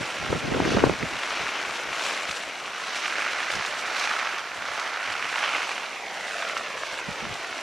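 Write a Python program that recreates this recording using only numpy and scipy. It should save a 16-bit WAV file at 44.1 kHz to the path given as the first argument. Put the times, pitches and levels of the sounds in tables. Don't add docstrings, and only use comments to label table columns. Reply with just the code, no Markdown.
import sys
import numpy as np
from scipy import signal
from scipy.fft import rfft, irfft, next_fast_len
from scipy.io import wavfile
from scipy.ndimage import uniform_filter1d, map_coordinates

SR = 44100
rng = np.random.default_rng(int(sys.argv[2]) if len(sys.argv) > 2 else 0)


def materialize(psi):
    bounded = np.clip(np.atleast_2d(psi).T, -1, 1)
    quanta = np.round(bounded * 32767).astype(np.int16)
    wavfile.write(sys.argv[1], SR, quanta)


N = 336042
TIME = np.arange(N) / SR

# f/Hz, gain/dB
SAIL_COLOUR = [(100, -45), (250, -15.5), (450, -9.5), (700, -4.5), (950, -3.5), (1380, 1), (1800, -2),
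               (2300, 1), (2850, -1.5), (3500, -10), (4700, -20), (7000, -28.5), (13000, -51.5)]


def from_db(db):
    return 10 ** (np.asarray(db) / 20)


def rms_one(x):
    return x / np.sqrt(np.mean(x ** 2) + 1e-20)


def evened(x, size=5000):
    power = np.mean(np.atleast_2d(x) ** 2, axis=0)
    return x / np.sqrt(uniform_filter1d(power, size) + 1e-12)


def in_time(rows):
    times, *columns = np.transpose(rows)
    return [np.interp(TIME, times, column) for column in columns]


def panned(x, pan_db):
    return x * from_db(np.array([[.5], [-.5]]) * pan_db)


def add(out, s, sound):
    at = round(s * SR)
    out[..., at:at + sound.shape[-1]] += sound[..., :N - at]


def drift(rate_hz):
    pole = np.exp(-80 * np.pi * rate_hz / SR)
    noise = rng.standard_normal(N // 40 + 2002)
    slow = signal.lfilter([1], [1, -2 * pole, pole * pole], noise)[2000:]
    return np.interp(np.arange(N) / 40, np.arange(len(slow)), rms_one(slow))


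def swell_at(s, length_s):
    return np.exp(-np.minimum((2 * (TIME - s) / length_s) ** 2, 20))


def filtered(x, hz, kind="low", order=2):
    return signal.sosfilt(signal.butter(order, hz, kind, fs=SR, output="sos"), x + 1e-18)


def coloured(x, spectrum):
    size = 2 * next_fast_len(N // 2 + SR // 10)
    hz, db = np.transpose(spectrum)
    grid_hz = np.maximum(np.arange(size // 2 + 1) * SR / size, 1)
    gain = from_db(np.interp(np.log(grid_hz), np.log(hz), db))
    cepstrum = irfft(np.log(gain))
    cepstrum[1:size // 2] *= 2
    cepstrum[size // 2 + 1:] = 0
    return irfft(rfft(x, size) * np.exp(rfft(cepstrum)), size)[..., :N]


def crackle(energy, decay_s):
    power = signal.lfilter([1], [1, -np.exp(-1 / (decay_s * SR))], energy + 1e-18)
    return np.sqrt(power) * rng.standard_normal(N)


def kick(hz, rise_cycles):
    cycles = np.arange(2500) / SR * hz
    swell = cycles / rise_cycles
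    return swell * np.exp(1 - swell) * np.sin(2 * np.pi * cycles)


def field():
    # f/Hz, gain/dB
    colour = [(25, -22), (60, -36), (130, -13), (300, -14), (700, 15.5), (1400, 23), (2500, 15), (4500, 11),
              (6300, 18.5), (8500, -14), (11000, 9), (13500, -3)]
    rustle = rms_one(coloured(rng.standard_normal((2, N)), colour))
    return from_db(-52 + 0.86 * drift(1.3)) * rustle


def wind_level(attack_s=0.023, release_s=0.03, wander_db=4):
    # t/s, level/dB
    breeze = [(0, -55), (2.2, -57.5), (2.8, -65), (3.4, -58), (4.6, -57.5), (5.4, -57.5), (6.2, -66),
              (6.8, -58), (7.62, -55.5)]
    # start/s, hold/s, level/dB
    gusts = [(0, 0.0073, -30), (0.208, .08, -35.5), (0.301, 0.062, -28), (0.441, 0.045, -29),
             (0.505, 0.34, -26.5), (0.738, 0.037, -23), (0.838, 0.03, -22), (0.89, 0.025, -27.5),
             (1.019, 0.023, -30.5), (1.128, 0.016, -36.5), (1.2, 0.41, -54.5), (1.407, 0.022, -38),
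             (1.88, 0.018, -43), (2.294, .01, -43), (2.46, .01, -48), (3.55, 0.032, -37.5),
             (4.576, 0.035, -47), (5.074, 0.05, -47), (7.092, 0.017, -37.5), (7.242, 0.024, -36.5),
             (7.303, 0.02, -38)]
    level = from_db(in_time(breeze)[0] + wander_db * drift(8.5))
    for s, hold_s, db in gusts:
        fade = np.maximum(s - TIME, 0) / attack_s + np.maximum(TIME - s - hold_s, 0) / release_s
        level = np.maximum(level, from_db(db) * np.exp(-np.minimum(fade, 20)))
    return 20 * np.log10(level)


def microphone_wind():
    # f/Hz, gain/dB
    colour = [(15, -24), (30, -18), (55, -4.5), (110, -0.5), (165, -0.5), (260, -1.5), (400, -3.5),
              (750, -11), (1200, -20), (2500, -29), (6000, -88)]
    gust_db = wind_level()
    lumps = from_db(3.5 * np.clip([drift(60), drift(60)], -1.5, 1.5))
    eddies = (rng.standard_normal((2, N)) + 0.53 * rng.standard_normal(N)) * lumps
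    rumble = evened(coloured(eddies, colour), size=1800)
    dull = filtered(rumble, 200, order=1)
    force = np.clip((gust_db + 44) / 18, 0, 1)
    return from_db(gust_db) * ((1 - force) * dull + force * rumble)


def buffets(half_length_cycles=0.82, wake_s=0.0099, port_lag_rad=0.52):
    # peak t/s, level/dB, f/Hz, left minus right/dB
    eddies = [(.329, -11.5, 420, -2), (.36, -20, 420, 0), (.548, -13, 430, -3), (.572, -17, 480, 0),
              (.6025, -10, 332, 4), (.63, -18, 330, 5), (.662, -15.5, 380, 10), (0.677, -14.5, 406, -7),
              (.722, -14, 450, 5), (.747, -21, 384, 0), (.7708, -9, 250, -2), (.774, -14, 527, 1),
              (0.7847, -15, 450, -5), (.8398, -3, 410, 4.5), (0.8645, -14, 280, -3), (.897, -9.5, 425, -5),
              (.928, -22, 300, 0), (1.029, -18, 360, -4), (1.034, -18, 247, -7), (7.089, -27, 193, -14),
              (7.23, -31.5, 190, -10), (7.27, -32, 140, 4), (7.313, -33, 130, -6)]
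    out = np.zeros((2, N))
    t = np.arange(-1300, 1300) / SR
    wake = (t > 0) * np.exp(-np.abs(t) / wake_s)
    lag = np.array([[.5], [-.5]]) * port_lag_rad
    for s, db, hz, pan_db in eddies:
        hardness = np.clip((db + 24) / 18, 0, 1)
        phase = 2 * np.pi * hz * t + lag
        envelope = np.exp(-(hz * t / half_length_cycles) ** 2)
        noise = filtered(rng.standard_normal(len(t)), [400, 1400], "band")
        tearing = np.sqrt(hardness) * np.tanh(rms_one(noise))
        overtones = .4 * np.sin(2 * phase) + .42 * np.sin(3 * phase)
        pressure = np.sin(phase) + hardness * envelope * overtones
        thump = envelope * pressure + (0.49 * envelope + 0.2 * wake) * tearing
        add(out, s + t[0], panned(from_db(db - 3) * thump, pan_db))
    return filtered(out, 1730)


def flutter(rate_hz, jitter, spread_db, flap_s, rush, sails, step_db=0):
    energy = np.zeros(N)
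    surge_db = 1.2 * np.clip(drift(44), -2, 2)
    for k in range(sails):
        flap_hz = rate_hz * .82 ** k * np.exp(.12 * drift(3) + jitter * drift(60))
        at = np.flatnonzero(np.diff(np.floor(np.cumsum(flap_hz) / SR)))
        flap_db = spread_db * np.clip(rng.standard_normal(N)[at], -2, 2) + surge_db[at]
        energy[at] += from_db(flap_db - k * step_db) ** 2
    flaps = evened(crackle(energy, flap_s))
    return evened(flaps + rush * rng.standard_normal(N))


def swept_comb(x, sweep, dull_hz, microphone_height_m=1.6, sound_m_per_s=343):
    degrees, reflection = in_time(sweep)
    lag_s = 2 * microphone_height_m * np.sin(np.radians(degrees)) / sound_m_per_s
    echo = map_coordinates(x, [np.arange(N) - lag_s * SR], order=1)
    return x + reflection * filtered(echo, dull_hz)


def low_flutter():
    # f/Hz, gain/dB
    colour = [(80, -27), (200, -7.5), (330, -4.5), (500, -2), (680, 2), (950, -3.5), (1400, -3),
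              (2200, -3.5), (3500, -21.5), (9000, -40)]
    # t/s, angle setting the delay/degrees, comb depth/ratio (negative flips polarity)
    sweep = [(0, 25, .1), (2.4, 9.2, .2), (3.3, 5.5, -.35), (4.2, 2.5, -.3), (5.55, 3.2, -.4),
             (6.2, 8.7, .3), (6.6, 9.6, .75), (6.95, 11.1, .9), (7.25, 13.6, .8), (7.62, 17.8, .7)]
    # t/s, level/dB
    ride = [(0, -38), (2.05, -38.5), (2.8, -42.5), (3.9, -37.5), (4.4, -41), (5.55, -40), (5.9, -42.5),
            (6.4, -37), (7.62, -40)]
    flaps = flutter(70, jitter=.3, spread_db=3, flap_s=0.0015, rush=0.95, sails=2)
    hollow = swept_comb(coloured(flaps, colour), sweep, dull_hz=3300)
    return from_db(in_time(ride)[0]) * evened(hollow)


def whoosh(width_hz=200):
    # t/s, f/Hz, level/dB
    upper = [(5.87, 2900, -75), (5.94, 2740, -45), (6.04, 2243, -45), (6.14, 2090, -57), (6.25, 2030, -40),
             (6.34, 1753, -58), (6.43, 1460, -42), (6.58, 1369, -46), (6.7, 1146, -59), (6.85, 1023, -51),
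             (7, 957, -52), (7.12, 900, -75)]
    lower = [(5.85, 850, -63), (6.03, 780, -44), (6.25, 700, -45), (6.55, 670, -45.5), (6.8, 620, -60)]
    out = np.zeros(N)
    for glide in (upper, lower):
        hz, db = in_time(glide)
        phase = 2 * np.pi * np.cumsum(hz) / SR
        noise = filtered(rng.standard_normal((2, N)), width_hz / 2)
        out += from_db(db) * evened(noise[0] * np.cos(phase) + noise[1] * np.sin(phase))
    return out


def buzzes(ripple, width_octaves=0.33):
    # centre t/s, length/s, f/Hz, level/dB
    taut_moments = [(1.206, 0.063, 3000, -51), (1.57, 0.056, 3000, -43), (3.23, 0.11, 2660, -43.5),
                    (4.067, 0.051, 2420, -33), (4.366, 0.07, 2930, -43), (5.07, 0.078, 2870, -48),
                    (5.444, 0.067, 3080, -42), (5.56, 0.022, 2730, -31)]
    out = np.zeros(N)
    for s, length_s, hz, db in taut_moments:
        band_hz = hz * 2 ** (np.array([-.5, .5]) * width_octaves)
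        ring = evened(filtered(ripple, band_hz, "band"))
        out += from_db(db) * np.sqrt(swell_at(s, length_s)) * ring
    return out


def snaps(drive_db, per_s=14, low_hz=1430, high_hz=3500):
    out = np.zeros(N)
    for when, size, pitch in rng.random((round(per_s * N / SR), 3)):
        at = int(when * (N - 1))
        hz = low_hz * (high_hz / low_hz) ** pitch
        db = drive_db[at] + 11.1 + 2.2 * size
        add(out, at / SR, from_db(db) * kick(hz, rise_cycles=0.4))
    return filtered(out, [700, 5500], "band")


def cracks(kick_db=-1, rustle_db=-1.5):
    # t/s, level/dB, f/Hz
    hits = [(0.014, -32, 1700), (0.042, -36, 1900), (.093, -25, 1800), (0.7936, -13, 2010),
            (.8045, -15, 2200), (.8958, -17, 2500), (1.027, -17, 1900), (1.2338, -13, 2290),
            (1.3174, -21, 1900), (1.349, -27, 1700), (1.65, -17, 1700), (1.7912, -19, 2000),
            (1.9284, -18, 1600), (2.3105, -15.5, 1800), (3.057, -13.5, 2400), (3.1545, -14, 1780),
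            (3.1643, -17, 2060), (3.2204, -13, 2340), (3.2774, -14, 2250), (3.403, -13, 1980),
            (3.43, -21, 1730), (3.503, -12, 2300), (3.554, -16, 2280), (3.6107, -17, 1900),
            (3.7105, -20, 1800), (3.7716, -23, 1800), (3.8367, -19.5, 1900), (3.88, -18, 2100),
            (4.1064, -17, 1900), (4.196, -14, 2300), (4.271, -13.5, 1610), (4.3847, -16, 2100),
            (4.5167, -19.5, 1900), (4.623, -20, 1640), (4.7832, -23, 1770), (4.926, -25, 1750),
            (5.0753, -14.5, 2220), (5.1016, -16, 1820), (5.1228, -18, 1800), (5.1385, -16, 2500),
            (5.225, -14.5, 2170), (5.2444, -14, 1900), (5.3268, -13, 1320), (5.357, -13, 1930),
            (5.3816, -11.5, 1900), (5.405, -16, 2000), (5.4288, -14, 1500), (5.447, -15.5, 1900),
            (5.5476, -13, 1900), (5.5538, -15, 1500), (5.56, -16, 2300), (5.6182, -16, 1900),
            (5.7166, -19, 1610), (5.764, -20, 1930), (5.831, -19, 2000), (6.31, -17, 1980),
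            (6.4225, -13, 1900), (6.4255, -15, 1000), (6.4742, -20, 1600), (6.497, -18.5, 1600),
            (6.567, -13, 1250), (6.575, -16, 2300), (6.67, -16, 2040), (6.7765, -20, 1700),
            (6.834, -19, 1200), (6.941, -17, 1790), (6.976, -19, 2390), (6.9882, -18, 1650),
            (7.2023, -21, 2000), (7.2517, -16, 1800), (7.446, -19, 1550), (7.527, -21, 1800),
            (7.589, -23.5, 2000)]
    kicks, energy = np.zeros(N), np.zeros(N)
    for s, db, hz in hits:
        add(kicks, s + 0.000936, from_db(db + kick_db) * kick(hz, rise_cycles=0.44))
        energy[round(s * SR)] = from_db(db + rustle_db) ** 2
    rustle = coloured(crackle(energy, decay_s=.0016), SAIL_COLOUR)
    return filtered(kicks, 450, "high") + rustle


def rips():
    # t/s, level/dB
    hits = [(.6565, -30), (.8496, -30), (2.038, -28), (2.071, -32), (2.3114, -26.5), (3.553, -26),
            (3.6608, -26), (3.995, -24.5), (4.053, -29), (4.381, -31), (4.7962, -27.5), (5.1228, -31),
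            (5.5683, -35), (6.575, -28), (7.3404, -31)]
    # f/Hz, gain/dB
    colour = [(1500, -18), (3500, 5), (6300, 3.5), (8500, -11), (13000, -23.5)]
    energy = np.zeros(N)
    for s, db in hits:
        energy[round(s * SR)] = from_db(db) ** 2
    return coloured(crackle(energy, decay_s=0.0031), colour)


def rasp_and_hiss(flaps, ripple, swing_db):
    # f/Hz, gain/dB
    rasp_colour = [(1200, -28), (2500, 10.5), (3200, 8), (4200, 5), (5000, 1.5), (5800, 3), (6800, -3.5),
                   (8500, -14.5), (13000, -45)]
    hiss_colour = [(3000, -14), (5500, -12.5), (7000, 11), (8500, 2.5), (11000, -7), (12200, -14.5),
                   (13500, -28)]
    # t/s, gain/dB
    treble = [(0, 2), (.75, 2.5), (1.4, 1), (2.1, 1), (2.6, 1), (3.2, 1), (4.1, 2), (4.38, -0.5),
              (4.47, 0.5), (4.57, 0.5), (4.68, 0.5), (4.92, 0), (4.98, -3), (5.08, 0.5), (5.7, 0.5),
              (6.1, 0.5), (6.4, 0), (7.62, 2.5)]
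    # centre t/s, length/s, rasp level/dB, hiss level/dB
    spills = [(.72, 0.11, -34, -53), (1.302, 0.16, -40, -53), (1.765, 0.11, -40.5, -49),
              (2.064, 0.16, -34, -41.5), (2.345, 0.17, -39, -45), (2.985, 0.23, -36, -47.5),
              (3.535, 0.067, -35.5, -44), (3.665, 0.067, -40, -46), (3.79, 0.044, -39, -46.5),
              (4.017, 0.085, -32.5, -44), (5.41, 0.18, -42, -48), (5.69, 0.12, -40, -51),
              (6.398, 0.32, -40.5, -48.5), (6.874, 0.17, -39.5, -50.5)]
    treble_db, = in_time(treble)
    rasp_power = from_db(-39.5 + 0.69 * swing_db + treble_db) ** 2
    hiss_power = from_db(-50 + 0.6 * swing_db + treble_db) ** 2
    for s, length_s, rasp_db, hiss_db in spills:
        swell = swell_at(s, length_s)
        rasp_power += from_db(rasp_db) ** 2 * swell
        hiss_power += from_db(hiss_db) ** 2 * swell
    rasp = coloured(flaps + 1.41 * ripple + 0.56 * rng.standard_normal((2, N)), rasp_colour)
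    hiss = coloured(flaps + 2.9 * ripple + 1.47 * rng.standard_normal((2, N)), hiss_colour)
    return np.sqrt(rasp_power) * evened(rasp), np.sqrt(hiss_power) * evened(hiss)


def sail_body(flaps, drive_db, shelf_hz=960):
    # t/s, gain/dB
    low_mids = [(0, 1.5), (1, -1), (1.45, 1), (2.3, 1.5), (3.4, -2), (3.8, -0.5), (4.15, -3.2),
                (4.55, -0.5), (5.2, -3.5), (5.5, -3), (5.8, 0.5), (6.4, 0), (7, 2.5), (7.62, 2)]
    sail = from_db(drive_db) * evened(coloured(flaps, SAIL_COLOUR))
    shelf_gain = from_db(in_time(low_mids)[0])
    return sail + (shelf_gain - 1) * filtered(sail, shelf_hz)


def kite_stack(cruise_db=-32, grass_hz=3720):
    # t/s, level/dB
    drive = [(0, -32.5), (.5, -33.5), (.75, -30.5), (1, -34), (1.4, -29), (1.87, -33), (2.1, -28.5),
             (2.36, -33.5), (2.57, -36.5), (3.22, -28.5), (3.6, -30.5), (3.82, -33), (4.07, -26.5),
             (4.33, -31), (4.44, -35.5), (4.54, -37), (4.7, -31), (5.29, -31.5), (5.43, -27.5),
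             (5.56, -27.5), (5.65, -30), (6.03, -37.5), (6.45, -32.5), (6.75, -36), (7.62, -35.5)]
    # t/s, elevation/degrees, ground reflection/ratio (negative flips polarity)
    flight = [(0, 22, .2), (.55, 23.7, .25), (1.1, 21.4, .18), (1.5, 18, .15), (1.87, 13, .1),
              (2.1, 8.5, -.1), (2.33, 5.7, -.12), (2.55, 3.2, -.18), (3, 1.3, -.2), (4.2, 1.7, -.35),
              (4.85, 1.9, -.42), (5.3, 1.2, -.25), (5.5, 2.8, -.22), (5.75, 3.2, -.15), (5.88, 3.3, -.15),
              (5.97, 3.65, -.7), (6.07, 4.1, -.75), (6.25, 4.8, -.33), (6.5, 6.3, -.46), (6.75, 8.2, -.48),
              (7, 10.1, -.38), (7.25, 12.7, -.36), (7.62, 15.9, -.36)]
    # t/s, left minus right/dB
    bearing = [(0, -1.5), (1.72, 1), (2.5, 0.5), (3.08, -2), (4.7, -2.5), (7.62, -1.5)]
    drive_db, = in_time(drive)
    swing_db = drive_db - cruise_db
    flap_hz = 80 * np.exp(-0.07 * swing_db)
    flaps = flutter(flap_hz, jitter=.3, spread_db=2, flap_s=0.0017, rush=1, sails=3)
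    flaps = swept_comb(flaps, flight, grass_hz)
    ripple = flutter(170, jitter=0.34, spread_db=3.5, flap_s=0.0019, rush=0.89, sails=2, step_db=4)
    rasp, hiss = rasp_and_hiss(flaps, ripple, swing_db)
    shake = from_db(.45 * drift(31))
    flicker = from_db(1.3 * drift(19))
    cloth = shake * (sail_body(flaps, drive_db) + rasp)
    transients = swept_comb(snaps(drive_db), flight, grass_hz) + cracks() + rips()
    kite = cloth + buzzes(ripple) + whoosh() + transients
    return panned(kite, in_time(bearing)[0]) + flicker * hiss


def scene():
    return kite_stack() + low_flutter() + microphone_wind() + buffets() + field()


def record(dry):
    return signal.sosfilt(signal.ellip(12, .1, 80, 13550, fs=SR, output="sos"), dry)


dry = scene()
out = record(dry)
materialize(out)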